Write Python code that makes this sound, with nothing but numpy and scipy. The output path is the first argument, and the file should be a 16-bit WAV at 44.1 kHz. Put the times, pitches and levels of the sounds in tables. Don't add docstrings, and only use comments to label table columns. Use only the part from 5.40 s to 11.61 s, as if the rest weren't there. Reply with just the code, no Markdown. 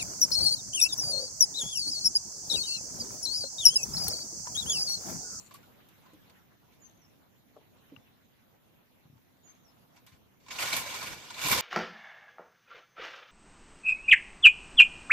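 import sys
import numpy as np
from scipy import signal
from scipy.fft import rfft, irfft
from scipy.io import wavfile
from scipy.ndimage import uniform_filter1d

SR = 44100
rng = np.random.default_rng(int(sys.argv[2]) if len(sys.argv) > 2 else 0)


def elevation(decibels):
    levels = np.asarray(decibels, float)
    return 10 ** (levels / 20)


def store_wav(level_fs):
    pcm = np.round(np.clip(np.atleast_2d(level_fs), -1, 1) * 32767)
    wavfile.write(sys.argv[1], SR, pcm.T.astype(np.int16))


N = 273861
HZ = np.arange(N // 2 + 1) * SR / N


def band(x, lo_hz, hi_hz):
    return signal.sosfilt(signal.butter(2, [lo_hz, min(hi_hz, .45 * SR)], "band", fs=SR, output="sos"), x)


def unit(x):
    return x / np.sqrt(np.mean(x ** 2))


def along(table, hz):
    points_hz, values = np.array(table)[:, 0], np.array(table)[:, 1]
    return np.interp(np.log(hz + 1), np.log(points_hz), values)


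def curves(table):
    s, *columns = np.transpose(table)
    return [np.interp(np.arange(N) / SR, s, column) for column in columns]


def walk(rate):
    hold = int(SR / rate)
    steps = np.repeat(rng.standard_normal(N // hold + 1), hold)
    return 1.3 * uniform_filter1d(uniform_filter1d(steps, hold), hold)[:N]


def sides(pan_db):
    return elevation(np.array([pan_db, -pan_db]) / 2)


def add(out, s, x):
    i = int(s * SR)
    out[:, i:i + x.shape[1]] += x[:, :N - i]


def split(spectrum, low_hz, high_hz):
    low = 1 / (1 + (HZ / low_hz) ** 4)
    high = 1 - 1 / (1 + (HZ / high_hz) ** 12)
    return [irfft(spectrum * share, N) for share in (low, 1 - low - high, high)]


def patchy(x, depth_db, count_hz, count_s):
    spectra = signal.stft(x, nperseg=256)[2]
    chance = rng.standard_normal(spectra.shape[1:])
    chance = uniform_filter1d(chance, size=count_hz, axis=0)
    chance = unit(uniform_filter1d(chance, size=count_s, axis=1))
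    chance[:3] *= .3
    return signal.istft(spectra * elevation(depth_db * chance), nperseg=256)[1][:, :N]


# pitch_hz, level_db (per Hz)
BACKGROUND_COLOUR = [(18, -37), (30, -19), (108, -1.5), (270, -3.5), (379, -10), (709, -11.5), (1500, -17),
                     (3780, -21.5), (4910, -28), (6540, -26.5), (8000, -35.5), (10150, -38), (10600, -24.5),
                     (15500, -23)]
# time_s, level_db (over calm)
BREEZE_LEVEL = [(0, 4.5), (.65, 4.5), (.9, 4), (1.1, 0.5), (1.5, 2), (2, -1), (2.5, 3), (2.9, -1),
                (3.9, -1), (4.4, 1.5), (5, -1.5)]
AIR_DB = -68.5
HUM_DB, HUM_SHARE, HISS_SHARE = 1, .7, 0.49
SETTLE_DB, SETTLE_S = 6, 0.29


def air():
    noise = irfft(elevation(along(BACKGROUND_COLOUR, HZ)) * rfft(rng.standard_normal((2, N))), N)
    hum, far, hiss = split(rfft(unit(noise)), 470, 6500)
    breeze_db = curves(BREEZE_LEVEL)[0]
    settle_db = SETTLE_DB * np.exp(-np.arange(N) / SR / SETTLE_S)
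    still = elevation(HUM_DB + HUM_SHARE * breeze_db) * hum
    still += elevation(breeze_db) * far
    still += elevation(HISS_SHARE * breeze_db + settle_db) * hiss
    return elevation(AIR_DB + 4.5) * patchy(still, depth_db=2.44, count_hz=5, count_s=16)


# time_s, level_db
TRILL_LEVEL = [
    (0.0, -59),
    (0.008, -60),
    (0.042, -70.5),
    (0.066, -63),
    (0.1, -79),
]
# pitch_hz, width_hz, level_db
TRILL_THROAT = [(7140, 386, -1.5), (4330, 410, -12), (6000, 410, -11.5), (8050, 1000, -12)]
TRILL_HZ = 117


def trill(duty=0.97):
    phase = np.cumsum(TRILL_HZ * (1 + 0.073 * walk(40))) / SR % 1
    breath = rng.standard_normal(N) + 2.0 * rng.standard_normal((2, N))
    puffs = np.exp(-phase / duty) * breath
    buzz = unit(sum(elevation(db) * band(puffs, hz - w / 2, hz + w / 2) for hz, w, db in TRILL_THROAT))
    sounding = np.arange(N) < TRILL_LEVEL[-1][0] * SR
    return buzz * elevation(curves(TRILL_LEVEL)[0] + 6) * sides(7.3)[:, None] * sounding


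HOLD_S, FALL_BEND = .025, 1.4
SWELL_DB_PER_KHZ, FADE_DB = 9, 15
LEFT_HZ, COMB_HZ, COMB_PAN_DB = 6250, 1020, 12
THROAT_HZ, THROAT_WIDTH_HZ, THROAT_DB = 6310, 130, 6


def whistle(notes, lag_s, comb_db, rough_db=2.1):
    out = np.zeros((2, N))
    for s, fall_s, first_hz, last_hz, db in notes:
        t = np.arange(int((fall_s + HOLD_S) * SR)) / SR
        above = (first_hz - last_hz) * np.maximum(1 - t / fall_s, 0) ** FALL_BEND
        hz = last_hz + above
        level_db = db - SWELL_DB_PER_KHZ * above / 1000
        level_db -= FADE_DB * np.maximum(t - fall_s, 0) / HOLD_S
        level_db += THROAT_DB * np.exp(-((hz - THROAT_HZ) / THROAT_WIDTH_HZ) ** 2)
        level_db += rough_db * walk(163)[:len(t)]
        phase = 2 * np.pi * (np.cumsum(hz) / SR - np.outer([0, lag_s], hz))
        comb = np.tanh(2 * np.cos(2 * np.pi * (hz - LEFT_HZ) / COMB_HZ))
        gain = np.sqrt(2) * elevation(level_db) * signal.windows.tukey(len(t), .15)
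        add(out, s, gain * sides(comb_db * comb) * np.sin(phase))
    return out


# start_s, fall_s, first_hz, last_hz, peak_db
NEAR_WHISTLES = [
    (1.397, .066, 7350, 6230, -61.5),
    (1.602, .05, 6200, 5440, -70),
    (4.031, .074, 7120, 6330, -62.5),
    (4.243, .052, 5920, 5230, -69),
]
# start_s, fall_s, first_hz, last_hz, peak_db
FAR_WHISTLES = [
    (2.415, .115, 3050, 3045, -83),
    (2.592, .06, 3510, 3495, -82),
]


def birds(echo_db=-12.0, echo_t60=0.85):
    song = whistle(NEAR_WHISTLES, 1.155e-3, COMB_PAN_DB)
    song += whistle(FAR_WHISTLES, 2e-5, comb_db=-10.0) + trill()
    t = np.arange(SR // 2) / SR
    scatter = rng.standard_normal((2, len(t))) * elevation(-60 * t / echo_t60) * (t > .03)
    scatter /= np.sqrt(np.sum(scatter ** 2) / 2)
    flutter = walk(900)
    return song + elevation(echo_db) * flutter * signal.fftconvolve(song, scatter, axes=1)[:, :N]


def snaps(per_s=9000, scatter_db=.6, smear=1.6):
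    hits = rng.random(N) < per_s / SR
    clicks = hits * rng.standard_normal(N) * elevation(scatter_db * rng.exponential(size=N))
    return unit(clicks) + smear * rng.standard_normal(N)


# pitch_hz, level_db (per Hz)
SNAP_COLOUR = [(24, -53), (45, -9), (103, -6), (400, -11.5), (522, -8), (1020, -6.5), (2270, -5),
               (5000, -7), (8200, -8), (9500, -12.5), (10050, -14.5), (10450, -8.5), (12000, -4.5),
               (15500, -16)]
# pitch_hz, width_hz, level_db
LEAF_RINGS = [(1020, 81, -2), (1449, 30, 2.5), (2292, 130, -0.5), (2785, 77, -6.5), (2940, 8.3, -31),
              (3610, 300, -11.5), (4508, 80, -6), (4870, 51, -72), (6237, 31, -6.5)]
# pitch_hz, likeness (-1 to 1, no unit)
LEAF_LIKENESS = [(60, -0.22), (150, 0.37), (300, 0.98), (900, 0.91), (1400, 0.15), (3000, 0.39),
                 (5500, 0.099), (7000, -0.23), (15000, -0.36)]


def leaf_grain(modes_db=5):
    ring = sum(elevation(db) / (1 + (2 * (HZ - f) / w) ** 2) for f, w, db in LEAF_RINGS)
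    colour = elevation(along(SNAP_COLOUR, HZ)) * (1 + elevation(modes_db) * ring)
    alike = np.clip(along(LEAF_LIKENESS, HZ), -1, 1)
    mid = rfft(snaps()) * np.sqrt(1 + alike)
    side = rfft(snaps()) * np.sqrt(1 - alike)
    return colour * np.array([mid + side, mid - side])


RINGING_TREBLE_DB, CRISP_RING_HZ, CRISP_RING_DB = -19, 1050, -16


def kinds(ringing, crisp):
    rows = [(s, db, hz, ring_db, RINGING_TREBLE_DB, t60) for s, db, hz, ring_db, t60 in ringing]
    return rows + [(s, db, CRISP_RING_HZ, CRISP_RING_DB, treble_db, t60) for s, db, treble_db, t60 in crisp]


def cracks(table, body, treble, rise_s, crest_db, ring_q, hold, tick_db):
    out, t = np.zeros((2, N)), np.arange(SR // 3) / SR
    tick = 1 + elevation(tick_db - 60 * t / 0.016)
    for s, db, hz, ring_db, treble_db, t60 in table:
        i = int(s * SR)
        n = min(len(t), N - i)
        fade_db = 60 * (t / max(t60, .004)) ** hold
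        shape = ((1 - np.exp(-t / rise_s)) * elevation(db - crest_db - fade_db))[:n]
        burst = body[:, i:i + n]
        patch = unit(band(burst, hz * (1 - .5 / ring_q), hz * (1 + .5 / ring_q)))
        bright = elevation(treble_db) * tick[:n] * treble[:, i:i + n]
        out[:, i:i + n] += shape * (burst + elevation(ring_db) * patch + bright)
    return out


EFFORT_DB = -38


def follow(effort_db, db, lag_s, power):
    keep = np.exp(-1 / (max(lag_s, .001) * SR))
    late = signal.lfilter([1 - keep], [1, -keep], elevation(effort_db - EFFORT_DB))
    return elevation(EFFORT_DB + db) * late ** power


# start_s, length_s, level_db
STALK_JOLTS = [
    (5.084, 0.031, -62),
    (5.234, 0.046, -56),
    (5.323, 0.074, -54),
    (5.693, .05, -56),
    (5.756, 0.027, -58),
    (6.025, 0.07, -48),
    (6.085, 0.082, -40.5),
    (6.148, 0.067, -43.5),
]


def jolts():
    out = np.zeros((1, N))
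    for s, length_s, db in STALK_JOLTS:
        add(out, s, elevation(db) * signal.windows.tukey(int(length_s * SR), .7)[None])
    return out


# time_s, level_db
PULL_EFFORT = [
    [(5.0, -71.5), (5.1, -62), (5.108, -43), (5.182, -43), (5.188, -34), (5.31, -39), (5.33, -33.5),
     (5.392, -34), (5.418, -41)],
    [(5.532, -43.5), (5.54, -40.5), (5.68, -41), (5.79, -49), (5.93, -50.5)],
    [(6.01, -37), (6.08, -31), (6.126, -28), (6.15, -34), (6.21, -33.5)],
]
# start_s, peak_db, ring_hz, ring_db, t60_s
RINGING_CRACKS = [(0.001, -65, 4320, 4, 0.085), (0.108, -45, 1115, -1.5, 0.069),
                  (0.227, -54.5, 1420, -2, 0.074), (0.509, -63, 1050, 0, 0.032), (0.62, -60, 840, 5, 0.06),
                  (0.659, -56, 1000, 3, 0.044), (0.69, -64.5, 1020, 6, 0.12), (1.144, -66, 736, 12, 0.026),
                  (1.277, -68, 1070, 12, 0.031), (2.163, -64, 890, -2, 0.04), (3.769, -61, 960, 3, 0.05),
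                  (3.968, -62, 840, 0, 0.027), (4.544, -61.5, 736, 5, 0.089), (4.561, -51, 980, -7, 0.086)]
# start_s, peak_db, treble_db, t60_s
CRISP_CRACKS = [
    (0.14, -44.5, -0.5, 0.081),
    (0.486, -55, -2.5, 0.033),
    (0.733, -59.5, -1, 0.044),
    (0.896, -48.5, -18, 0.034),
    (1.319, -59, -19, 0.14),
    (2.368, -64, -30, 0.058),
    (4.071, -57.5, -33, 0.19),
    (4.664, -48, -8, 0.11),
    (4.719, -56.5, -16, 0.165),
]
# start_s, peak_db, ring_hz, ring_db, t60_s
RINGING_THRASHES = [(5.062, -50, 1000, -3, 0.067), (5.083, -36.5, 1000, -2, 0.039),
                    (5.107, -34.5, 1120, -1, 0.048), (5.186, -32, 2730, 4, 0.053),
                    (5.272, -29, 940, 1.5, 0.059), (5.327, -25.5, 4400, 1.5, 0.052),
                    (5.383, -50, 950, 9, 0.36), (5.46, -44.5, 590, 13, 0.08), (5.539, -30, 990, -13, 0.056),
                    (5.627, -35.5, 1040, 1, 0.042), (5.903, -32, 1010, -4, 0.035),
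                    (5.942, -48.5, 3900, 17, 0.04), (6.124, -22, 1020, -5, 0.15)]
# start_s, peak_db, treble_db, t60_s
CRISP_THRASHES = [
    (5.223, -28.5, -18, 0.15),
    (5.254, -42.5, -21, 0.06),
    (5.364, -25.5, 3.5, 0.038),
    (6.015, -28, -15, 0.082),
    (6.084, -22.5, -1.5, 0.043),
    (6.114, -17.5, -2.5, 0.043),
    (6.176, -22.5, -11, 0.073),
]
TIPS_DB, TIPS_LAG_S, TIPS_POWER = -7.5, 0.01, 1.47
STALK_DB, STALK_LAG_S, STALK_POWER = -16.5, 0.031, 0.51


def fronds():
    stalk, body, treble = map(unit, split(leaf_grain(), 490, 8260))
    before_pulls = np.arange(N) < PULL_EFFORT[0][0][0] * SR
    effort_db = curves(sum(PULL_EFFORT, []))[0] - 200 * before_pulls
    slips = elevation(1.22 * walk(60) + 0.51 * walk(350))
    drag = elevation(effort_db) * body
    drag += follow(effort_db, TIPS_DB, TIPS_LAG_S, TIPS_POWER) * treble
    sway = follow(effort_db, STALK_DB, STALK_LAG_S, STALK_POWER) * elevation(1.6 * walk(16))
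    drag += (sway + jolts()) * stalk
    small = cracks(kinds(RINGING_CRACKS, CRISP_CRACKS), body, treble,
                   rise_s=.001, crest_db=11.5, ring_q=6, hold=2.2, tick_db=15)
    large = cracks(kinds(RINGING_THRASHES, CRISP_THRASHES), body, treble,
                   rise_s=.0007, crest_db=13, ring_q=4, hold=1.8, tick_db=0)
    return patchy(slips * drag + small + large, depth_db=2.0, count_hz=3, count_s=5)


def knock(table, rise_s, over, over_db):
    out, t = np.zeros((2, N)), np.arange(SR // 3) / SR
    for s, db, hz, t60, pan_db in table:
        fade = elevation(-60 * t / max(t60, .01))
        tone = np.sin(2 * np.pi * hz * t)
        tone += elevation(over_db) * fade * np.sin(2 * np.pi * over * hz * t)
        add(out, s, np.outer(sides(pan_db), elevation(db) * (1 - np.exp(-t / rise_s)) * fade * tone))
    return out


# start_s, peak_db, pitch_hz, t60_s, left_minus_right_db
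RIB_TOCKS = [
    (.143, -43, 1140, .075, 3),
    (.228, -55, 1430, .06, 0),
]
# start_s, peak_db, pitch_hz, t60_s, left_minus_right_db
STALK_KNOCKS = [(0.73, -50.5, 307, 0.14, 1), (2.521, -37, 281, 0.043, -1), (2.527, -45, 259, 0.085, -2),
                (2.572, -45, 123, 0.058, 2), (2.598, -51, 263, 0.054, 3), (3.654, -47.5, 151, 0.06, 3),
                (3.699, -45, 134, 0.05, 9), (3.727, -45.5, 137, 0.081, 0), (3.757, -49, 118, 0.079, 3),
                (4.688, -64, 210, 0.084, 4), (4.717, -54, 111, 0.11, 10), (4.739, -53, 104, 0.045, 27)]
# start_s, peak_db, pitch_hz, t60_s, left_minus_right_db
FIBRE_THUDS = [
    (2.158, -48, 456, 0.078, -1.5),
    (2.165, -45, 600, 0.064, 8),
    (2.179, -56, 430, 0.091, 9),
    (2.212, -53, 454, 0.062, 0.5),
    (2.227, -60, 600, 0.05, -1.5),
]
# start_s, peak_db, left_minus_right_db
BLADE_TICK = [
    (2.5634, -42.5, 13.5),
]
# pitch_hz, level_db, t60_s
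BLADE_TONES = [(2800, 6.5, 0.014), (1200, -8.5, 0.027), (1440, -6, 0.02), (1900, -17, .025)]


def stalks(rough=.4):
    hollow = knock(STALK_KNOCKS, rise_s=0.0029, over=1.68, over_db=-5) * (1 + rough * walk(280))
    hollow += knock(FIBRE_THUDS, rise_s=.002, over=1.9, over_db=-4) * (.6 + .6 * walk(1100))
    out = band(hollow, 75, 2500) + knock(RIB_TOCKS, rise_s=0.0047, over=2.8, over_db=-25)
    t = np.arange(SR // 3) / SR
    for s, db, pan_db in BLADE_TICK:
        tick = sum(elevation(g - 60 * t / t60) * np.sin(2 * np.pi * f * t) for f, g, t60 in BLADE_TONES)
        add(out, s, np.outer(sides(pan_db), elevation(db - 3.5) * (1 - np.exp(-t / 0.00068)) * tick))
    return out


def scene():
    return air() + birds() + fronds() + stalks()


def band_limit(x):
    return signal.sosfilt(signal.butter(12, 15680, fs=SR, output="sos"), x)


# pitch_hz, left_minus_right_db
MICROPHONE_TILT = [(60, 3), (110, -1.5), (200, -2), (380, -1.5), (700, 0), (1290, -1), (2380, -1.0),
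                   (4400, -1.5), (8120, -1.5), (15000, 0.5)]


def record(dry):
    microphones = sides(along(MICROPHONE_TILT, HZ)) / (1 + (HZ / 15250) ** 120)
    mix = irfft(rfft(dry) * microphones, N)
    return band_limit(mix)


dry = scene()
out = record(dry)
store_wav(out)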